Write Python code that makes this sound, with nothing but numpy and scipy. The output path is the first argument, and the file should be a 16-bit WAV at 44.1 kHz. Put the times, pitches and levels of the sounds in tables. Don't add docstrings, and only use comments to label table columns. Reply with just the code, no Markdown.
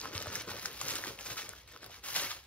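import sys
import numpy as np
from scipy import signal
from scipy.fft import rfft, irfft, next_fast_len
from scipy.io import wavfile
from scipy.ndimage import uniform_filter1d, map_coordinates

SR = 44100
rng = np.random.default_rng(int(sys.argv[2]) if len(sys.argv) > 2 else 0)


def digitize_waveform(pressure):
    field = np.atleast_2d(pressure).T
    bounded = np.clip(field, -1, 1)
    quanta = np.round(bounded * 32767).astype(np.int16)
    wavfile.write(sys.argv[1], SR, quanta)


def voltage_ratio(decibels):
    exponent = np.asarray(decibels, float) / 20
    return 10 ** exponent


N = 108882
SIZE = next_fast_len(N + SR // 2)
HZ = np.maximum(np.arange(SIZE // 2 + 1) * SR / SIZE, 1)
PORT_LAG_MS = 0.067


def rms_one(x):
    return x / np.sqrt(np.mean(x ** 2) + 1e-20)


def gain_at(points):
    hz, db = np.transpose(points)
    return voltage_ratio(np.interp(np.log(HZ), np.log(hz), db))


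def db_over_time(points):
    return np.interp(np.arange(N) / SR, *np.transpose(points))


def colour(x, response):
    return irfft(rfft(x, SIZE) * response, SIZE)[..., :N]


def drift(rate_hz):
    r = np.exp(-2 * np.pi * rate_hz / SR)
    smooth = signal.lfilter([1], [1, -2 * r, r * r], rng.standard_normal(N + SR))
    return rms_one(smooth[SR:])


def ring(clicks, hz, cycles):
    r = voltage_ratio(-60 * hz / cycles / SR)
    w = 2 * np.pi * hz / SR
    return signal.lfilter([0, np.sin(w)], [1, -2 * r * np.cos(w), r * r], clicks + 1e-18)


def grains(per_s, spread_db, clump_db):
    sizes = voltage_ratio(spread_db * np.minimum(rng.exponential(1, N), 2.3))
    signs = rng.choice([-1, 1], N)
    chance = per_s * voltage_ratio(clump_db * drift(25)) / SR
    return sizes * signs * (rng.random(N) < chance)


def dealt(clicks, low_hz, high_hz, cycles, count):
    pick = rng.integers(0, count, N)
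    total = np.zeros(N)
    for k, hz in enumerate(np.geomspace(low_hz, high_hz, count)):
        total += hz * ring(clicks * (pick == k), hz, cycles)
    return rms_one(total)


def hits(rows, cycles, soft):
    out = np.zeros(N + SR)
    t = np.arange(SR // 20) / SR
    bright = signal.butter(2, [1500, 9000], "band", fs=SR)
    noise = signal.lfilter(*bright, rng.standard_normal((len(rows), len(t))))
    cracks = noise * t * np.exp(-t / 0.00028)
    for (s, db, hz, *brightness), crack in zip(rows, cracks):
        rise = 1 - np.exp(-t * hz / soft)
        shape = voltage_ratio(-60 * t * hz / cycles) * rise * np.sin(2 * np.pi * hz * t)
        shape = shape / np.abs(shape).max()
        for b in brightness:
            shape = shape + voltage_ratio(min(b + 4, 0)) * crack / np.abs(crack).max()
        start = int(s * SR)
        out[start:start + len(t)] += voltage_ratio(db) * shape / np.abs(shape).max()
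    return out[:N]


# frequency in Hz, level in dB per Hz.
ROOM_TONE = [(30, -44), (57, 5.5), (80, -4.5), (117, -3), (160, -16), (700, -24.5), (4000, -20),
             (16000, -55)]


def room_tone():
    return voltage_ratio(-63) * rms_one(colour(rng.standard_normal(N), gain_at(ROOM_TONE)))


# frequency in Hz, side over mid in dB.
ECHO_WIDTH = [(60, -17), (250, -8.5), (790, 5), (1300, -13), (2400, 2), (5000, -5), (8000, -2), (14000, 3)]


def room(x, count=16):
    t60_s, level_db, move_s = 0.12, -6.5, 0.08
    t = np.arange(SR // 3) / SR
    spot = np.arange(N) / SR / move_s - np.arange(count)[:, None]
    away = np.abs((spot + count / 2) % count - count / 2)
    near = np.cos(np.pi / 2 * np.clip(away, 0, 1))
    dying = rng.standard_normal((2, count, len(t))) * voltage_ratio(-60 * t / t60_s) * (t > 0.002)
    mid, side = (rfft(dying, SIZE) * rfft(x * near, SIZE)).sum(axis=1)
    scale = voltage_ratio(level_db) / np.sqrt(t60_s * SR / 14)
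    return scale * irfft(mid + side * gain_at(ECHO_WIDTH) * [[1], [-1]], SIZE)[:, :N]


# frequency in Hz, level in dB per Hz.
CONTENTS_COLOUR = [(40, -17.5), (110, -2), (210, -7), (290, -4), (520, -1), (750, -10.5), (1300, -5.5),
                   (2200, -18)]


def contents(slump_db):
    clicks = grains(800, spread_db=3, clump_db=3.0)
    thuds = dealt(clicks, 81.6, 1570, cycles=2.8, count=12)
    rub = 0.38 * rng.standard_normal(N)
    return voltage_ratio(slump_db) * rms_one(colour(thuds + rub, gain_at(CONTENTS_COLOUR)))


# start in seconds, peak in dB, pitch in Hz.
BUMP_HITS = [
    (.153, -38, 93),
    (.272, -40, 97),
    (.37, -48, 111),
    (.51, -43, 102),
    (1.87, -55.5, 60.5),
    (1.01, -48, 112),
    (1.31, -45, 118),
]


def bumps():
    return hits(BUMP_HITS, cycles=7.2, soft=0.8)


# start in seconds, peak in dB, pitch in Hz.
PANEL_POPS = [(0.034, -35.5, 1170), (0.054, -28, 1230), (0.123, -43, 1500), (0.209, -36, 579),
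              (0.225, -34.5, 1700), (0.258, -37, 690), (0.269, -35, 580), (0.318, -62, 403),
              (0.356, -27.5, 1720), (0.482, -38, 370), (0.514, -35.5, 880), (0.554, -40, 554),
              (0.654, -24, 1560), (0.813, -31.5, 1130), (0.994, -34.5, 1300), (1.056, -35, 1020),
              (1.069, -38, 334), (1.079, -42, 288), (1.419, -48, 1800), (1.896, -45.5, 700)]


def pops():
    rise_s = 0.0017
    return np.roll(hits(PANEL_POPS, cycles=6.5, soft=1.0), int(rise_s * SR))


# start in seconds, peak in dB, pitch in Hz.
TINY_CREASES = [(0.0084, -35, 12300), (0.1386, -35, 12300), (0.1775, -45, 12400), (0.2039, -42, 12700),
                (0.2244, -28.5, 13900), (0.2693, -34, 14000), (0.3062, -52, 13700), (0.3341, -44, 12500),
                (0.4214, -29, 10200), (0.4653, -40, 13800), (0.4838, -45, 13800), (0.6566, -27, 11300),
                (0.7153, -39, 11600), (0.73, -30, 11300), (0.8829, -38, 13900), (1.0465, -36, 12600),
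                (1.1348, -45, 11000), (1.1887, -49, 10900), (1.2531, -30, 10700), (1.3688, -32, 11100),
                (1.3744, -42, 13200), (1.4556, -41, 13600), (1.532, -39, 12600), (1.696, -57, 11600),
                (1.7804, -47, 12600), (1.828, -47, 10400), (2.0378, -53, 10800), (2.1331, -28, 10100),
                (2.2134, -27, 12000), (2.2184, -40, 13100)]


def ticks():
    return hits(TINY_CREASES, cycles=8.0, soft=0.43)


# start in seconds, peak in dB at the left port, pitch in Hz, brightness in dB.
FOLD_SNAPS = [(0.0015, -26.5, 5770, -26), (0.014, -24.5, 4870, -18), (0.1316, -35, 1480, 0),
              (0.1396, -47, 3030, -3), (0.2588, -33, 1380, -3), (0.2695, -28, 1290, -3),
              (0.4933, -31.5, 1450, -10), (0.596, -29, 4860, -12), (0.9038, -26, 2790, -1),
              (1.6013, -59, 2140, -8), (1.7622, -39, 3300, -6), (1.8946, -48, 1500, -2),
              (1.9425, -36.5, 2080, 0), (2.197, -21, 3860, -16), (2.2345, -21, 4450, -10),
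              (2.2485, -24, 4900, -15), (2.185, -34, 1460, -3), (2.214, -31, 1610, -4),
              (0.152, -26, 3560, -17), (0.1788, -19, 4950, -9.5), (0.2252, -25, 6040, -2),
              (0.355, -19.5, 5450, 3), (0.6581, -16, 5240, -18), (0.8001, -45, 1770.0, -10),
              (0.8068, -31, 3340, -16), (0.8139, -16.5, 7400, -0.5), (0.8554, -40, 3300, -12),
              (0.8802, -31, 4900, 5), (0.8841, -18, 5170, 0), (0.9082, -20, 3960, -5),
              (0.9552, -20, 7560, -3.5), (1.0388, -25.5, 1800, -18), (1.1897, -30.6, 2600, -29),
              (1.3699, -28, 1440, 0.5), (1.3813, -30, 2520, -9), (1.4923, -21.5, 7950, -20),
              (1.5348, -36.5, 1490, -12), (1.6765, -39.5, 4170, 0), (1.7234, -40.5, 12580.0, -16),
              (1.7627, -34, 1270, -7), (1.7745, -35.5, 4750, -5), (1.8308, -35, 1730, -2),
              (1.8434, -31.5, 5000, 3), (1.8631, -33.5, 13240.0, -4), (2.0419, -38, 4150, -22),
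              (2.22, -23, 5860, 1), (2.2552, -30.5, 1420, -1), (2.4402, -43, 8460.0, 7)]


def snaps():
    return hits(FOLD_SNAPS, cycles=10.1, soft=0.41)


# frequency in Hz, level in dB per Hz.
FILM_COLOUR = [(250, -15.5), (700, -6), (1400, -0.53), (3000, -1.8), (5500, 0), (9500, -4), (12000, -4.5),
               (16000, -8.5)]
# time in seconds, level in dB.
CREASING = [(0, 6), (.8, -1.5), (1.2, 3), (2.0, 1), (2.06, -2.5), (2.47, -4)]
# time in seconds, level in dB.
TAUTNESS = [(0, -2), (.1, -3), (.2, -1), (.3, -4.5), (.36, 7), (.46, -4), (.6, -2), (.75, -1), (.9, 3),
            (1.05, -0.5), (1.3, 3), (1.45, -1), (1.65, 0.5), (1.85, -5.5), (2.0, 0), (2.14, 1.5),
            (2.24, -2), (2.47, -2.5)]


def film(crumple_db):
    clicks = grains(2000, spread_db=2.5, clump_db=4.5)
    creases = dealt(clicks, 420, 7270, cycles=4.16, count=24)
    burst = np.arange(60) * np.exp(-np.arange(60) / 9)
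    burst_level = np.convolve(np.abs(grains(270, spread_db=4.1, clump_db=6.2)), burst)[:N]
    bursts = rms_one(burst_level * rng.standard_normal(N))
    slide = rng.standard_normal(N) * voltage_ratio(1 * drift(32))
    creasing = voltage_ratio(db_over_time(CREASING))
    mix = creasing * (voltage_ratio(-2.5) * creases + voltage_ratio(-10.5) * bursts) + voltage_ratio(-3) * slide
    mix = rms_one(colour(mix, gain_at(FILM_COLOUR)))
    treble = colour(mix, 1 / (1 + (7040 / HZ) ** 6))
    mix = mix + (voltage_ratio(db_over_time(TAUTNESS)) - 1) * treble
    stick_db = 1.5 * drift(135)
    return voltage_ratio(crumple_db + stick_db) * mix


# time in seconds, crumpling of the film in dB, slump of the contents in dB.
OPENING_GRIPS = [
    [(0, -57.5, -67.5), (.03, -49, -47.5), (.06, -49.5, -48), (.10, -54, -58)],
    [(.115, -54.5, -48.5), (.14, -46, -48), (.22, -46, -49.5), (.25, -52.5, -54), (.27, -50, -52),
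     (.34, -44.5, -48), (.40, -45.5, -53), (.43, -49.5, -55), (.465, -54.5, -59.5)],
    [(.475, -45, -46), (.49, -41, -48.5), (.56, -43.5, -51), (.64, -44.5, -56.5), (.665, -40, -49),
     (.70, -47.5, -56), (.785, -42, -61)],
    [(.81, -40, -56), (.84, -40.5, -51), (.91, -38.5, -50), (1.0, -43.5, -50.5), (1.08, -42.5, -52.5),
     (1.12, -50.5, -53), (1.175, -58, -64)],
]
# time in seconds, crumpling in dB, slump in dB.
REACHING_GRIPS = [
    [(1.195, -46.5, -55.5), (1.235, -48, -63), (1.30, -42.5, -53.5), (1.35, -49, -56.5), (1.38, -42, -59),
     (1.48, -51.5, -56.5), (1.58, -57, -66.5), (1.668, -68, -74)],
    [(1.68, -54, -69.5), (1.75, -56.5, -60.5), (1.81, -60.5, -68), (1.83, -50, -54.5), (1.88, -57, -63),
     (1.92, -49.5, -64), (1.96, -52.5, -69), (2.02, -67.5, -69)],
    [(2.04, -43.5, -58.5), (2.10, -36, -63), (2.12, -40.5, -63), (2.154, -32.5, -55.5), (2.245, -34.5, -50),
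     (2.30, -38, -61), (2.385, -49.5, -61), (2.41, -57.5, -81), (2.47, -60, -90)],
]


def rustle():
    grips = list(OPENING_GRIPS) + list(REACHING_GRIPS)
    s, crumple_db, slump_db = np.transpose([row for grip in grips for row in grip])
    t = np.arange(N) / SR
    return film(np.interp(t, s, crumple_db)) + contents(np.interp(t, s, slump_db))


def scene():
    tone = room_tone()
    handling = rustle()
    single = snaps() + pops() + bumps() + ticks()
    late = colour(single, np.exp(-2j * np.pi * HZ * PORT_LAG_MS / 1000))
    lag = PORT_LAG_MS * SR / 1000 * (1 + 0.08 * drift(10.3))
    late = late + map_coordinates(handling, [np.arange(N) - lag], order=5)
    direct = np.array([handling + single, late])
    return direct + room(handling + voltage_ratio(-5) * single) + tone + 1.2 * room(tone)


ATTACK_TIMES = [.011, .15, .22, .266, .475, .661, .963, 1.195, 1.683, 1.729, 1.822, 1.868, 2.031, 2.217,
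                2.449]


def thinned(halves, frame=1024, grid=480):
    mid_low_hz, mid_high_hz, side_low_hz, side_high_hz, top_hz = 6850, 9000, 11030, 14950, 15750
    rise = np.cumsum(np.kaiser(frame + 1, 4 * np.pi))
    window = np.sqrt(np.r_[rise[:frame], rise[frame - 1::-1]] / rise[-1])
    bins = np.arange(frame) + 0.5
    waves = np.cos(np.pi / frame * np.outer(np.arange(2 * frame) + 0.5 + frame / 2, bins))
    basis = window[:, None] * waves * np.sqrt(2 / frame)
    lead = 2 * frame - grid
    padded = np.pad(halves, ((0, 0), (lead, 3 * frame)))
    out = np.zeros((2, N + 6 * frame))
    hz = bins * SR / 2 / frame
    steps_hz = 345 * rng.choice([0, 0, 0, 1, 1, 2], (N // frame + 4, 5))
    for k, step in enumerate(steps_hz[:-1]):
        distance = np.abs(np.array(ATTACK_TIMES) * SR - (k - 1) * frame - grid)
        attack = np.min(distance) < frame / 2
        mid_gap = (hz > mid_low_hz + step[0] / 2) & (hz < mid_high_hz + max(step[1], step[4]))
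        side_gap = (hz > side_low_hz + step[2] / 2) & (hz < side_high_hz - step[3] + step[4])
        keep = (attack | ~np.array([mid_gap, side_gap])) & (hz < top_hz)
        span = slice(k * frame, (k + 2) * frame)
        out[:, span] += (padded[:, span] @ basis * keep) @ basis.T
    return out[:, lead:][:, :N]


# start in seconds, length in seconds.
FULL_RANGE_MOMENTS = [
    (0.814, 0.0071),
    (1.376, 0.0027),
    (1.482, 0.011),
    (2.444, 0.0046),
]


def full_range_at_moments(halves):
    t = np.arange(N) / SR
    inside = sum((t >= s) & (t < s + length) for s, length in FULL_RANGE_MOMENTS)
    full = uniform_filter1d(inside * 1.0, size=128)
    return full * halves + (1 - full) * thinned(halves)


# frequency in Hz, left over right in dB.
PORT_TILT = [(60, -1), (130, -1.5), (290, -1.5), (640, 4), (1410, 0.5), (3100, 0), (6820, 0.5), (15000, 0)]


def ports(dry):
    tilt = np.sqrt(gain_at(PORT_TILT))
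    return colour(dry, np.array([tilt, 1 / tilt]))


def roll_off(x):
    return signal.sosfilt(signal.butter(12, 16500, fs=SR, output="sos"), x)


def record(dry):
    left, right = ports(dry)
    mid, side = full_range_at_moments(np.array([left + right, left - right]) / 2)
    return roll_off(np.array([mid + side, mid - side]))


dry = scene()
out = record(dry)
digitize_waveform(out)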